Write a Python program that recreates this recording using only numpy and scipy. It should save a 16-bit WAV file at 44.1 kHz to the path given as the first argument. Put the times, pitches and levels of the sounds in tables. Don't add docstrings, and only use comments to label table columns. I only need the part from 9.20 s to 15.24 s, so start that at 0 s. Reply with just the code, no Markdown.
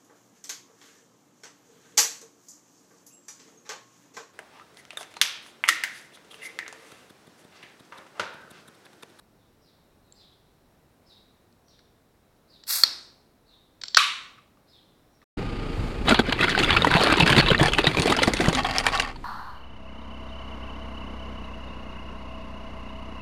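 import sys
import numpy as np
from scipy import signal
from scipy.fft import rfft, irfft, next_fast_len
from scipy.io import wavfile
from scipy.ndimage import uniform_filter1d, map_coordinates

SR = 44100
rng = np.random.default_rng(int(sys.argv[2]) if len(sys.argv) > 2 else 0)


def voltage_ratio(decibels):
    exponent = np.asarray(decibels, float) / 20
    return 10 ** exponent


def to_wav(s):
    ch = np.atleast_2d(s).T
    pcm = np.round(np.clip(ch, -1, 1) * 32767)
    wavfile.write(sys.argv[1], SR, pcm.astype(np.int16))


N = 266440

# pitch_hz, level_db (per Hz)
AIR_COLOUR = [(12, -29.5), (20, -3), (100, -2.5), (260, -4), (760, -11), (1600, -18.5), (3000, -25.5),
              (6000, -30), (13500, -30.5), (16000, -32.5)]
# pitch_hz, level_db (per Hz)
FLOCK_COLOUR = [(3000, -27), (3500, -5), (3900, 2.5), (4600, -9), (5200, -7), (5700, -2), (6300, -31.5)]
# start_s, level_db, pitch_factor, sweep_depth_factor
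NEAR_CALLS = [(0.404, -63, 1.02, 1), (.815, -71, 0.94, 0.32), (0.937, -54, 0.94, 0.91),
              (1.846, -55.5, 0.98, 0.86), (3.274, -56, 0.97, 0.71), (4.25, -57, 0.92, .5),
              (5.47, -55.5, 0.94, 1)]
FAR_CALLS = [(0.12, -76, 0.97, 0.95), (2.436, -61, 1.0, 1.01), (5.865, -77, 1.22, 0.1)]
# first_hz, top_hz, falls_towards_hz, top_at_s, fall_time_constant_s
FALL_PITCH = (4300, 5700, 2900, .016, .045)
HOLD_PITCH = (5750, 5800, 3500, .044, .014)
# first_db, loudest_at_s, fade_db_per_s_squared, length_s
FALL_LEVEL = (-8, .048, 5500, .125)
HOLD_LEVEL = (-15, .062, 9000, .115)
# pitch_hz, time_to_fall_60_db_s
YARD_DECAY = [(3000, 0.83), (6000, 0.57)]
# pitch_hz, time_to_fall_60_db_s
ROOM_DECAY = [(300, 1), (1200, 0.62), (4000, 0.53), (8000, 0.53), (14000, 0.29)]
# pitch_hz, level_db
ROOM_COLOUR = [(300, -6.5), (1200, -6.5), (4500, -7.5), (8000, -10), (14000, -13.5)]
# start_s, peak_db, low_modes_boost_db, treble_modes_boost_db, tear_s
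LID_SNAPS = [(0.9234, -39.5, -22, 16, 0.00076), (2.326, -54, -23, 6, 0.0009), (2.483, -52, -20, -1, 0.0012),
             (2.591, -45.5, 3, -10, 0.003), (3.4366, -35.5, -8.5, 0.5, 0.0023), (3.4695, -36, -8, -3, .002),
             (4.6135, -38, -9, 0, 0.001), (4.615, -27, -9.5, 1, 0.0027), (4.636, -17.5, -4, 1, 0.0027),
             (4.656, -33, -16.5, 0, 0.0018), (4.682, -24.5, -16.5, -3, .003), (4.7460, -13, -7, -4, 0.0007),
             (4.7473, -7, -12, -8.5, 0.0012), (4.761, -17.5, -12, -13, 0.00092),
             (4.7692, -2, -14.5, -12.5, 0.00091), (6.017, -49.5, 10, -10, .002)]
# pitch_hz, width_hz, level_db
LID_MODES = [(1498, 600, 1), (2350, 450, -2), (3350, 650, -3), (4400, 300, 4.5), (4900, 350, 0.5),
             (5530, 500, -1), (7500, 230, -5.5)]
# pitch_hz, level_db
SNAP_SPREAD = [(1800, -7), (3500, -2)]
# pitch_hz, level_db (per Hz)
JET_COLOUR = [(200, -44.5), (500, -27), (900, -19.5), (1500, -12.5), (2800, -17), (3030, -36), (3250, -15),
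              (4400, -1), (5600, -7.5), (6600, -11), (7600, -8.5), (9400, -9), (10400, -13), (11900, -4),
              (13500, -11), (16000, -17)]
# start_s, level_db, first_hz, last_hz, sag_time_constant_s, rise_s, hold_s, time_to_fall_60_db_s
POP_RING = (3.6354, 1, 5000, 4250, .0012, .0003, .0018, .016)
BUCKLE_RING = (4.7716, -1, 1550, 1300, 0.0044, 0.00033, .0018, .007)
# pitch_hz, level_db (per Hz)
POP_ECHO_COLOUR = [(120, -56.5), (200, -24.5), (236, -22.5), (316, -22.5), (538, -23.5), (659, -24.5),
                   (1370, -15), (3070, -19.5), (4200, 0), (5420, -6), (6520, -20.5), (11700, -40),
                   (16000, -53)]
# pitch_hz, level_db (per Hz)
PANEL_ECHO_COLOUR = [(120, -68), (200, -45), (401, -36), (680, -35), (899, -25), (1140, -4.5),
                     (1650, -12.5), (2560, -5.5), (3490, -7.5), (3830, -4.5), (4770, -18.5), (5420, -18),
                     (11900, -26), (16000, -47.5)]
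# pitch_hz, level_db, time_to_fall_60_db_s
CAN_MODES = [(1172, -26, 0.36), (1152, -25, .25), (1254, -25, .2), (1300, -28, 0.21), (2580, -32, 0.27),
             (3470, -38, .2), (3830, -43, 0.56)]
# start_s, level_db, rise_s, share of the free ring time left under the fingers
CAN_KNOCKS = [(4.773, 4, 0.0028, 1), (5.18, -17, 0.011, 0.2), (5.372, -30, .002, 0.08),
              (6.026, -25, 0.0016, 0.082)]


def unit(x):
    return x / np.sqrt(np.mean(x ** 2) + 1e-20)


def along(points, hz):
    f, v = np.transpose(points)
    return np.interp(np.log(hz + 1), np.log(f + 1), v)


def filtered(x, response):
    m = next_fast_len(len(x) + 8192)
    spectrum = rfft(x, m) * response(np.fft.rfftfreq(m, 1 / SR))
    return irfft(spectrum, m)[:len(x)]


def coloured(x, colour):
    return filtered(x, lambda hz: voltage_ratio(along(colour, hz)))


def noise(colour):
    return unit(coloured(rng.standard_normal(N), colour))


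def wobble(rate):
    knots = rng.standard_normal(int(N * rate / SR) + 4)
    return map_coordinates(knots, [np.arange(N) * rate / SR])


def add(track, sound, s):
    part = track[round(s * SR):][:len(sound)]
    part += sound[:len(part)]


def air():
    return voltage_ratio(-62 + 0.49 * wobble(3.3)) * noise(AIR_COLOUR)


def tail(decay, gap_s):
    hz, t, z = signal.stft(rng.standard_normal(SR), SR, nperseg=256)
    fade_db = -60 * t / along(decay, hz)[:, None]
    out = signal.istft(z * voltage_ratio(fade_db), SR, nperseg=256)[1]
    out = out * (1 - np.exp(-np.arange(len(out)) / SR / .003))
    return np.pad(out / np.linalg.norm(out), (round(gap_s * SR), 0))


def chirps(pitch, level, calls, trill_hz, trill, rough_db):
    first_hz, top_hz, end_hz, top_s, fall_s = pitch
    first_db, loud_s, fade, length_s = level
    out, t = np.zeros(N), np.arange(round(length_s * SR)) / SR
    rise = first_hz + (top_hz - first_hz) * t / top_s
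    fall = end_hz + (top_hz - end_hz) * np.exp((top_s - t) / fall_s)
    shape = np.where(t < top_s, rise, fall)
    swell_db = np.where(t < loud_s, first_db * (1 - t / loud_s), -fade * (t - loud_s) ** 2)
    for s, db, factor, depth in calls:
        sweep = shape.mean() + depth * (shape - shape.mean())
        warble = 1 + trill * np.sin(2 * np.pi * (trill_hz * t + rng.random()))
        hz = factor * sweep * warble
        husk = unit(uniform_filter1d(rng.standard_normal(N // 20), size=60)[:len(t)])
        call = voltage_ratio(db + swell_db + rough_db * husk) * np.sin(2 * np.pi * np.cumsum(hz) / SR)
        add(out, signal.fftconvolve(call, tail(YARD_DECAY, gap_s=0)), s)
    return out


def birds():
    near = chirps(FALL_PITCH, FALL_LEVEL, NEAR_CALLS, trill_hz=91.8, trill=0.02, rough_db=5)
    far = chirps(HOLD_PITCH, HOLD_LEVEL, FAR_CALLS, trill_hz=86.4, trill=0.014, rough_db=8.0)
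    flock = voltage_ratio(-80.5 + 1.2 * wobble(4.1)) * noise(FLOCK_COLOUR)
    return near + far + flock


def echoes(x):
    wet = signal.fftconvolve(x, tail(ROOM_DECAY, gap_s=.006))
    return coloured(wet, ROOM_COLOUR)


def lid(low_db, treble_db):
    low_hz, treble_hz = 3000, 6500

    def response(f):
        total = 0
        for k, (centre, width, db) in enumerate(LID_MODES):
            level_db = db + low_db * (centre < low_hz) + treble_db * (centre > treble_hz)
            mode = 1j * f * width / (centre * centre - f * f + 1j * f * width)
            total = total + (-1) ** k * voltage_ratio(level_db) * mode
        return total
    return response


def tear(db, low_db, treble_db, tear_s):
    t = np.arange(2048) / SR
    force = rng.standard_normal(len(t)) * np.exp(-t / tear_s)
    force[0] = 3.0
    force = signal.sosfilt(signal.butter(6, 8600, fs=SR, output="sos"), force)
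    ring = filtered(force, lid(low_db, treble_db))
    return voltage_ratio(db) * ring / np.abs(ring).max()


def snaps():
    out = np.zeros(N)
    for s, *how in LID_SNAPS:
        ring = tear(*how)
        add(out, ring, s)
        add(out, coloured(echoes(ring), SNAP_SPREAD), s)
    return out


def gas():
    start_s, open_s, hold_s = 3.466, .012, .1
    level_db, first_db, sink_db_per_s = -25, -32, 169.5
    t = np.arange(N) / SR
    u = np.maximum(t - start_s, 0)
    opening_db = first_db * np.exp(-u / open_s)
    sinking_db = -sink_db_per_s * np.maximum(u - hold_s, 0)
    sputter_db = 2.1 * wobble(150)
    flowing = (u > 0) * (t < POP_RING[0])
    jet = flowing * voltage_ratio(level_db + opening_db + sinking_db + sputter_db) * noise(JET_COLOUR)
    return jet + voltage_ratio(-0.5) * echoes(jet)[:N]


def glide(ring, push_db, push_s):
    _, db, first_hz, last_hz, sag_s, rise_s, hold_s, t60 = ring
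    t = np.arange(2048) / SR
    u = t / push_s
    hz = last_hz + (first_hz - last_hz) * np.exp(-t / sag_s)
    size = voltage_ratio(db - 60 * np.maximum(t - hold_s, 0) / t60) * (1 - np.exp(-t / rise_s))
    push = voltage_ratio(push_db) * (1 - u) * np.exp(-u) * (1 - np.exp(-4 * u))
    return size * np.sin(2 * np.pi * np.cumsum(hz) / SR) + push


def click_echoes(colour):
    return coloured(echoes([1.]), colour)


def pop():
    out, s = np.zeros(N), POP_RING[0]
    add(out, glide(POP_RING, push_db=-15.5, push_s=0.00052), s)
    add(out, tear(db=-5.0, low_db=-0.5, treble_db=4.0, tear_s=0.0024), s)
    add(out, voltage_ratio(24) * click_echoes(POP_ECHO_COLOUR), s)
    return out


def panel():
    out, s = np.zeros(N), BUCKLE_RING[0]
    add(out, glide(BUCKLE_RING, push_db=-35, push_s=0.003), s)
    add(out, tear(db=4, low_db=3, treble_db=-7, tear_s=0.003), s)
    add(out, voltage_ratio(36) * click_echoes(PANEL_ECHO_COLOUR), s)
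    return out


def hollow():
    out, t = np.zeros(N), np.arange(SR // 2) / SR
    for s, level_db, rise_s, share in CAN_KNOCKS:
        ring = np.zeros(len(t))
        for hz, db, t60 in CAN_MODES:
            fade = voltage_ratio(db - 60 * t / (share * t60))
            ring += fade * np.sin(2 * np.pi * (hz * t + rng.random()))
        add(out, voltage_ratio(level_db) * ring * (1 - np.exp(-t / rise_s)), s)
        tap = tear(level_db - 29, low_db=12 + 600 * rise_s, treble_db=-10, tear_s=rise_s)
        add(out, tap, s)
    return out


def scene():
    mix = air() + birds() + snaps() + gas() + pop() + panel() + hollow()
    return mix[None]


def low_pass(x):
    return signal.sosfilt(signal.butter(12, 16620, fs=SR, output="sos"), x)


def record(dry):
    ceiling = .84
    clipped = dry / (1 + np.abs(dry / ceiling) ** 6) ** (1 / 6)
    return low_pass(clipped)


dry = scene()
out = record(dry)
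to_wav(out)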